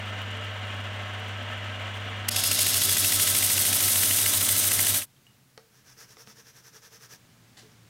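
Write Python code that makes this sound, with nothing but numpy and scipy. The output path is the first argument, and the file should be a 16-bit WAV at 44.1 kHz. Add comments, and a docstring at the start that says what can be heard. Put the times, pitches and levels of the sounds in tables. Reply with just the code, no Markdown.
"""Disc sander, then hand sanding

A disc sander hums in a workshop. A thin wooden lattice is eased against the disc, slapped by its high spot once
a turn and ground with a bright, pulsing hiss. The scene then changes to a quiet room: the lattice is set on a
sanding board, rubbed to and fro by hand, then brushed with the fingers."""
import sys
import numpy as np
from scipy import signal
from scipy.fft import rfft, irfft, next_fast_len
from scipy.io import wavfile
from scipy.ndimage import map_coordinates

SR = 44100
rng = np.random.default_rng(int(sys.argv[2]) if len(sys.argv) > 2 else 0)


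def generate_wav(sig):
    """Save sig (samples, or channels by samples) to the path in sys.argv[1] as 16-bit PCM at SR."""
    pcm = np.round(np.clip(np.atleast_2d(sig).T, -1, 1) * 32767).astype(np.int16)
    wavfile.write(sys.argv[1], SR, pcm)


N = 347949

DISC_HZ, FIRST_SLAP_S, CONTACT_S = 13.173, 2.2888, 2.303
FADE_AT_S, FADE_S = 4.965, 0.095
# lattice resonances: centre_hz, width_hz, light_lift_db, seated_lift_db
LATTICE_MODES = [(2010, 140, 3, 6), (2710, 220, 11.5, -2), (3346, 430, 11, 4.5), (3790, 274, 9, 6.5),
                 (4360, 590, 9.5, 3), (5080, 720, 12.5, 3), (5600, 160, 8.5, -3), (5970, 880, 2.5, 6.5),
                 (6620, 530, 9.5, 1), (7040, 270, 4.5, 5), (8100, 640, 5.5, 4.5), (8670, 1300, 6.5, 7.5),
                 (10433, 780, 3.5, 3), (11320, 770, 11, 7), (13400, 1470, 4, 9.5), (15200, 810, 6, 6.5)]


def amp(db):
    """Decibels to gain."""
    return 10 ** (np.asarray(db) / 20)


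def unit(x):
    """x at rms 1."""
    return x / np.sqrt(np.mean(x ** 2) + 1e-20)


def clock():
    """Sample times, s."""
    return np.arange(N) / SR


def ramp(start_s, length_s):
    """Linear rise, 0 to 1."""
    return np.clip((clock() - start_s) / length_s, 0, 1)


def wobble(rate_hz):
    """Smooth random curve, rate_hz knots a second."""
    count = int(N * rate_hz / SR) + 4
    steps = np.arange(count * 10) / 10
    return np.interp(clock() * rate_hz, steps, map_coordinates(rng.standard_normal(count), [steps]))


def filtered(x, response):
    """Apply the gain curve response(hz)."""
    size = next_fast_len(N + SR // 4)
    return irfft(rfft(x, size) * response(np.fft.rfftfreq(size, 1 / SR)), size)[:N]


def coloured(x, spectrum, modes=(), low_hz=20):
    """Shape x by (freq_hz, level_db) points, resonances and a low cut; rms 1."""
    hz = np.geomspace(2, SR / 2, 4096)
    points_hz, points_db = np.transpose(spectrum)
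    db = np.interp(np.log(hz), np.log(points_hz), points_db)
    for centre_hz, width_hz, lift_db in modes:
        db += lift_db / (1 + (2 * (hz - centre_hz) / width_hz) ** 2)
    gain = amp(db) * hz ** 2 / (hz ** 2 + low_hz ** 2)
    return unit(filtered(x, lambda f: np.interp(f, hz, gain)))


def grit(rate_hz, spread_db):
    """Grain strikes, random in time and size."""
    strikes = (rng.random(N) < rate_hz / SR) * np.sign(rng.standard_normal(N))
    return unit(strikes * amp(spread_db * rng.standard_normal(N)))


def add(track, start_s, sound):
    """Mix sound into track."""
    part = track[round(start_s * SR):][:len(sound)]
    part += sound[:len(part)]


def echoed(x, t60_s, wet_db):
    """x plus diffuse reflections."""
    t = np.arange(SR // 2) / SR
    tail = rng.standard_normal(len(t)) * amp(-60 * t / t60_s) * (t > .001)
    return x + amp(wet_db) * signal.fftconvolve(x, tail / np.linalg.norm(tail))[:N]


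def motor(turns, load, hum_hz=99.78):
    """Magnetic hum, disc shake that beats with it under load, and a thin housing whine."""
    # disc vibration: speed_multiple, free_db, loaded_db
    shake_orders = [(3.9, -64.5, -62), (5.06, -64.5, -66), (6.03, -65, -64), (7.01, -62, -43),
                    (8.02, -61, -61), (9.91, -65, -55), (11.3, -71.5, -60.5), (12.22, -68, -57.5),
                    (12.79, -76.5, -55), (17.62, -70, -53), (17.9, -60, -77), (19.17, -76.5, -58),
                    (21.34, -81, -58.5), (22.42, -63.5, -63), (28.9, -74.5, -60.5), (34.9, -62, -72)]
    # housing tones: pitch_hz, rms_db
    whine_tones = [(613.7, -58.5), (748.3, -63), (1279, -60), (1308, -61), (2848, -62)]
    phase = 2 * np.pi * hum_hz * clock()
    hum = amp(-37.5 - 5.4 * load + 0.45 * wobble(7.9)) * np.cos(phase)
    hum += amp(-55 + 1.4 * wobble(6.2)) * np.sin(2 * phase)
    angle = 2 * np.pi * turns + 0.034 * wobble(3.92)
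    shake = sum((amp(free_db) * (1 - load) + amp(loaded_db) * load) * np.cos(k * angle)
                for k, free_db, loaded_db in shake_orders)
    shake *= amp(1.3 * wobble(5.6))
    whine = sum(amp(db + 1.3 * wobble(6.04)) * np.sin(2 * np.pi * hz * clock() + 1.2 * wobble(14))
                for hz, db in whine_tones)
    return np.sqrt(2) * (hum + shake + whine)


def rush():
    """Air and bearing noise resonating in the housing."""
    # rush spectrum: freq_hz, level_db
    spectrum = [(135, -21.5), (350, -15.5), (520, -14), (1000, -11.5), (1700, -15.5), (3200, -9),
                (3800, -17.5), (4800, -26.5), (7500, -32), (10500, -43), (15500, -46)]
    # housing and table resonances: centre_hz, width_hz, lift_db
    housing_modes = [(238, 60, 13), (447.3, 8.3, 10.5), (541, 39, 7.5), (612, 40, 11), (684, 23, 8),
                     (746, 18, 11.5), (942, 49, 4), (1082, 27, 7.5), (1302, 60, 10), (1588, 340, 9.5),
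                     (1791, 68, 6.5), (2052, 210, 6.5), (2350, 98, 3.5), (2876, 155, 6.5), (5880, 150, 6.5),
                     (7000, 69, 10.5), (8370, 160, 7.5), (12969, 142, 9.5)]
    noise = coloured(rng.standard_normal(N), spectrum, housing_modes, low_hz=60)
    return amp(-37.5 + 0.81 * wobble(60)) * noise


def bearings(turns):
    """Fine rattle and ticking, stronger on one side of each turn."""
    rattle_hz_db = [(2200, -29), (2850, 6), (3300, 16.5), (4000, -36), (8000, -48)]
    ticking_hz_db = [(3000, -22), (6000, 8.5), (9000, 4), (15500, -5)]
    play = np.tanh(wobble(110)) + .3 * np.cos(2 * np.pi * (turns + 0.28))
    rattle = coloured(grit(6500, 1.2), rattle_hz_db, low_hz=2000)
    ticking = coloured(grit(6000, 2), ticking_hz_db, low_hz=2990)
    return amp(-53.5 + 4.3 * play + 1.05 * wobble(12)) * rattle + amp(-68.5 + 10 * play) * ticking


def handling():
    """Ticks and bumps of handled wood: one damped, noisy mode each."""
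    # contacts: start_s, level_db, pitch_hz, t60_s
    ticks = [(0.217, -30, 2910, 0.028), (5.165, -58, 3200, .03), (5.2674, -46.5, 2890, 0.038),
             (6.275, -50, 210, .15), (7.631, -53, 432, .15), (7.656, -52, 417, .08),
             (7.718, -47.5, 5600, 0.0073)]
    track, t = np.zeros(N), np.arange(SR // 3) / SR
    for start_s, db, hz, t60_s in ticks:
        tone = np.sin(2 * np.pi * hz * t) + 0.15 * rng.standard_normal(len(t))
        add(track, start_s, amp(db - 60 * t / t60_s) * tone)
    return track


def feed(full_db=-22.5, shortfall_db=7.5, catch_s=0.012, lean_in_s=0.14, seat_s=0.85):
    """Wood catches, leans in and wears flat: grinding level (dB), seating (0-1)."""
    elapsed_s = np.maximum(clock() - CONTACT_S, 0)
    catch_db = 20 * np.log10(ramp(CONTACT_S, catch_s) + 1e-4)
    level_db = full_db - shortfall_db * np.exp(-elapsed_s / lean_in_s) + catch_db
    return level_db, 1 - np.exp(-elapsed_s / seat_s)


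def high_spot(turns, seated, half_width_s=0.0045, loose_db=-19.5, seated_db=-24.5):
    """The high spot slaps once a turn: loose wood snaps brightly, seated wood knocks lower."""
    # loose wood rattling: freq_hz, level_db
    snap_spectrum = [(100, -24), (400, -8), (1100, -11), (1900, -5), (2800, -2.5), (4200, -12), (7000, -8),
                     (11000, -4), (15500, -7)]
    knock_hz_db = [(100, -13), (400, -12.5), (1100, -13.5), (2000, -1.5), (3200, -2.5),
                   (5000, -11.5), (9000, -6), (15500, -11.5)]
    offset_s = ((turns + .5) % 1 - .5) / DISC_HZ
    contact = (turns > -.5) * np.exp(-np.abs(offset_s / half_width_s) ** 4)
    slap_db = (1 - seated) * loose_db + seated * seated_db
    slap = contact * amp(slap_db + 0.53 * wobble(19) + 2.4 * np.tanh(wobble(500)))
    grains = grit(14000, 1.5)
    light_modes = [(hz, width, db) for hz, width, db, _ in LATTICE_MODES]
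    snap = coloured(grains, snap_spectrum, light_modes, low_hz=89.5)
    knock = coloured(grains, knock_hz_db, low_hz=90)
    return slap * ((1 - seated) * snap + seated * knock)


def bite(turns, seated, hollow_db=-5, proud_lift_db=7, spot_lift_db=6):
    """Depth of cut (dB) over the uneven disc face; seating evens it, a brief firm hold flattens it."""
    def patch(centre_turns, half_turns, order):
        offset_turns = (turns - centre_turns + .5) % 1 - .5
        return np.exp(-np.abs(offset_turns / half_turns) ** order)

    face_db = hollow_db + proud_lift_db * patch(.335, .235, 8) + spot_lift_db * patch(0, .033, 2)
    firm_hold = ramp(3.78, .1) - ramp(4.15, .1)
    return face_db * (1 - 0.38 * seated) * (1 - firm_hold)


def grinding(turns, level_db, seated):
    """Grit tears through wood; the colour shifts as it seats, and the sander's table growls."""
    # grit cutting wood: freq_hz, level_db
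    spectrum = [(120, -19), (280, -16.5), (600, -22.5), (1100, -34.5), (1800, -17.5), (3000, -12.5),
                (4500, -13.5), (7500, -11.5), (10000, -7.5), (12300, -10.5), (15500, -13.5)]
    growl_hz_db = [(150, -20), (280, -5.5), (400, -6.5), (600, -30.5)]
    table_modes = [(291, 31, 12), (391, 26, 9.9)]  # centre_hz, width_hz, lift_db
    bite_db = bite(turns, seated)
    grains = grit(16000, 3) * amp(1.5 * np.tanh(wobble(450)) + 0.7 * wobble(90))
    light = coloured(grains, spectrum, [(hz, width, db) for hz, width, db, _ in LATTICE_MODES], 70)
    firm = coloured(grains, spectrum, [(hz, width, db) for hz, width, _, db in LATTICE_MODES], 70)
    cut = (1 - seated) * light + seated * firm
    # fizz grows faster with the bite than the rasp below it
    rasp = filtered(cut, lambda hz: 1 / (1 + (hz / 7500) ** 10))
    fizz = (cut - rasp) * amp(bite_db + .5 * (level_db + 22))
    growl = amp(-26.5) * coloured(rng.standard_normal(N), growl_hz_db, table_modes, low_hz=100)
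    return amp(level_db) * (rasp * amp(0.17 * bite_db) + fizz + growl)


def room_tone(drone_hz=134, sink_hz_per_s=7):
    """Air and a fuzzy, sinking drone, both swelling late, over rumble and faint hiss."""
    # room air: freq_hz, level_db
    air_spectrum = [(30, -24), (55, -15), (110, -2.5), (150, -4), (230, -8), (330, -14.5), (600, -19),
                    (950, -20.5), (1600, -19.5), (3000, -22.5), (6500, -25.5), (9000, -31.5), (15500, -49)]
    rumble_hz_db = [(15, 4), (45, -8), (90, -16), (300, -60)]
    swell = ramp(6.85, .65)
    air = amp(-63.5 + 5 * swell + 0.76 * wobble(10)) * coloured(rng.standard_normal(N), air_spectrum)
    pitch_hz = drone_hz - sink_hz_per_s * (clock() - FADE_AT_S)
    phase = 2 * np.pi * np.cumsum(pitch_hz) / SR
    drone = unit((1 + 0.33 * wobble(22)) * np.sin(phase) + 0.26 * wobble(22) * np.cos(phase))
    rumble = amp(-84) * coloured(rng.standard_normal(N), rumble_hz_db, low_hz=8)
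    hiss = amp(-66.5) * rng.standard_normal(N)
    return air + amp(-68 + 7 * swell) * drone + rumble + hiss


def board_knocks(crack_t60_s=0.015):
    """The lattice knocks on the board: a short crack and damped modes."""
    # knocks: start_s, relative_db
    taps = [(5.5767, -30), (6.1694, -37), (6.2731, -37.5)]
    # ringing wood: pitch_hz, relative_db, t60_s
    modes = [(214, -18, .15), (450, -8, 0.16), (515, -11, 0.075), (740, -7, 0.051), (840, -10, .04),
             (1125, -11, 0.048), (1240, -4.5, 0.032), (1560, -7, .02), (1980, -4, 0.02), (2980, -8, .012),
             (3800, -5, .011), (5440, 1, 0.011)]
    clack_hz_db = [(300, -11), (1200, 6), (4500, 0), (9000, -11), (15500, -34)]
    track, t = np.zeros(N), np.arange(SR // 3) / SR
    clack = coloured(rng.standard_normal(N), clack_hz_db, low_hz=200)
    for start_s, tap_db in taps:
        ring = sum(amp(db + rng.normal(0, 1.5) - 60 * t / t60_s)
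                   * np.sin(2 * np.pi * (hz * t + rng.random())) for hz, db, t60_s in modes)
        crack = 1.3 * amp(-60 * t / crack_t60_s) * clack[round(start_s * SR):][:len(t)]
        add(track, start_s, amp(tap_db - 11.5) * (ring + crack))
    return track


def hand_sanding(first_beat_s=5.838, beat_s=0.0923, stroke_count=15, head_start_s=0.068, overlap=1.145):
    """Wood scrapes over grit; each stroke swells and sinks with hand speed."""
    # scrape spectrum: freq_hz, level_db
    spectrum = [(200, -14), (350, -10), (700, -13), (1100, -12), (2600, -13.5), (4200, -18), (7500, -18.5),
                (11000, -18), (15500, -18)]
    # wood and board resonances: centre_hz, width_hz, lift_db
    board_modes = [(457, 55, 13.7), (570, 20, 5.2), (946, 40, 5.1), (1310, 62, 6.8), (1650, 470, 9.5),
                   (3470, 207, 3.3), (5700, 2400, 16.9), (9527, 441, 5.6), (12150, 1080, 5.2)]
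    # hand pressure: time_s, level_db
    pressure = [(5.77, -61.5), (5.9, -54), (6.015, -48), (6.118, -53), (6.211, -50.5), (6.48, -53),
                (7.04, -50), (7.128, -47.5)]
    k = np.arange(stroke_count)
    slowness = np.maximum(1 - k / 3, 0) ** 2  # up to speed after three strokes
    middles_s = first_beat_s + k * beat_s - head_start_s * slowness
    lengths_s = overlap * np.gradient(middles_s)
    gains = amp(np.interp(middles_s, *np.transpose(pressure)))
    strokes = sum(gain * np.cos(np.pi * np.clip((clock() - middle_s) / length_s, -.5, .5)) ** 1.6
                  for middle_s, length_s, gain in zip(middles_s, lengths_s, gains))
    scrape = coloured(grit(9000, 2.9), spectrum, board_modes, low_hz=200)
    return strokes * amp(0.68 * wobble(200)) * scrape


def finger_brush(start_s=7.568, level_db=-50.5, attack_s=0.004, hold_s=0.028, fall_db_per_s=250):
    """Fingers brush dust off the lattice."""
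    # brush spectrum: freq_hz, level_db
    spectrum = [(180, -28), (300, -8), (532, -23), (750, -4), (884, -26), (975, -20), (1970, -10),
                (2320, -20.5), (2970, -11.5), (4850, -10.5), (15000, -30)]
    fall_db = fall_db_per_s * np.maximum(clock() - start_s - hold_s, 0)
    envelope = ramp(start_s, attack_s) * amp(level_db - fall_db + 1.2 * wobble(250))
    return envelope * coloured(grit(6000, 3.8), spectrum)


def scene():
    """The sander gives way to the quiet bench."""
    turns = (clock() - FIRST_SLAP_S) * DISC_HZ
    grind_db, seated = feed()
    load = np.clip(amp(grind_db + 20), 0, 1)
    machine = motor(turns, load) + rush() + bearings(turns)
    wood = high_spot(turns, seated) + grinding(turns, grind_db, seated)
    sander = machine + echoed(wood, t60_s=0.019, wet_db=-15.5)  # reflections off disc and table
    knocks = echoed(handling() + board_knocks(), t60_s=0.35, wet_db=-7.5)
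    rubbing = echoed(hand_sanding() + finger_brush(), t60_s=0.25, wet_db=-14)
    fade = (1 - ramp(FADE_AT_S, FADE_S)) ** 1.27
    return (fade * sander + knocks + rubbing + (1 - fade) * room_tone())[None]


def record(dry):
    """Steep low-pass."""
    top_hz, edge_hz = 15900, 300
    return filtered(dry[0], lambda hz: np.clip((top_hz - hz) / edge_hz + .5, 0, 1) ** 2)[None]


dry = scene()
out = record(dry)
generate_wav(out)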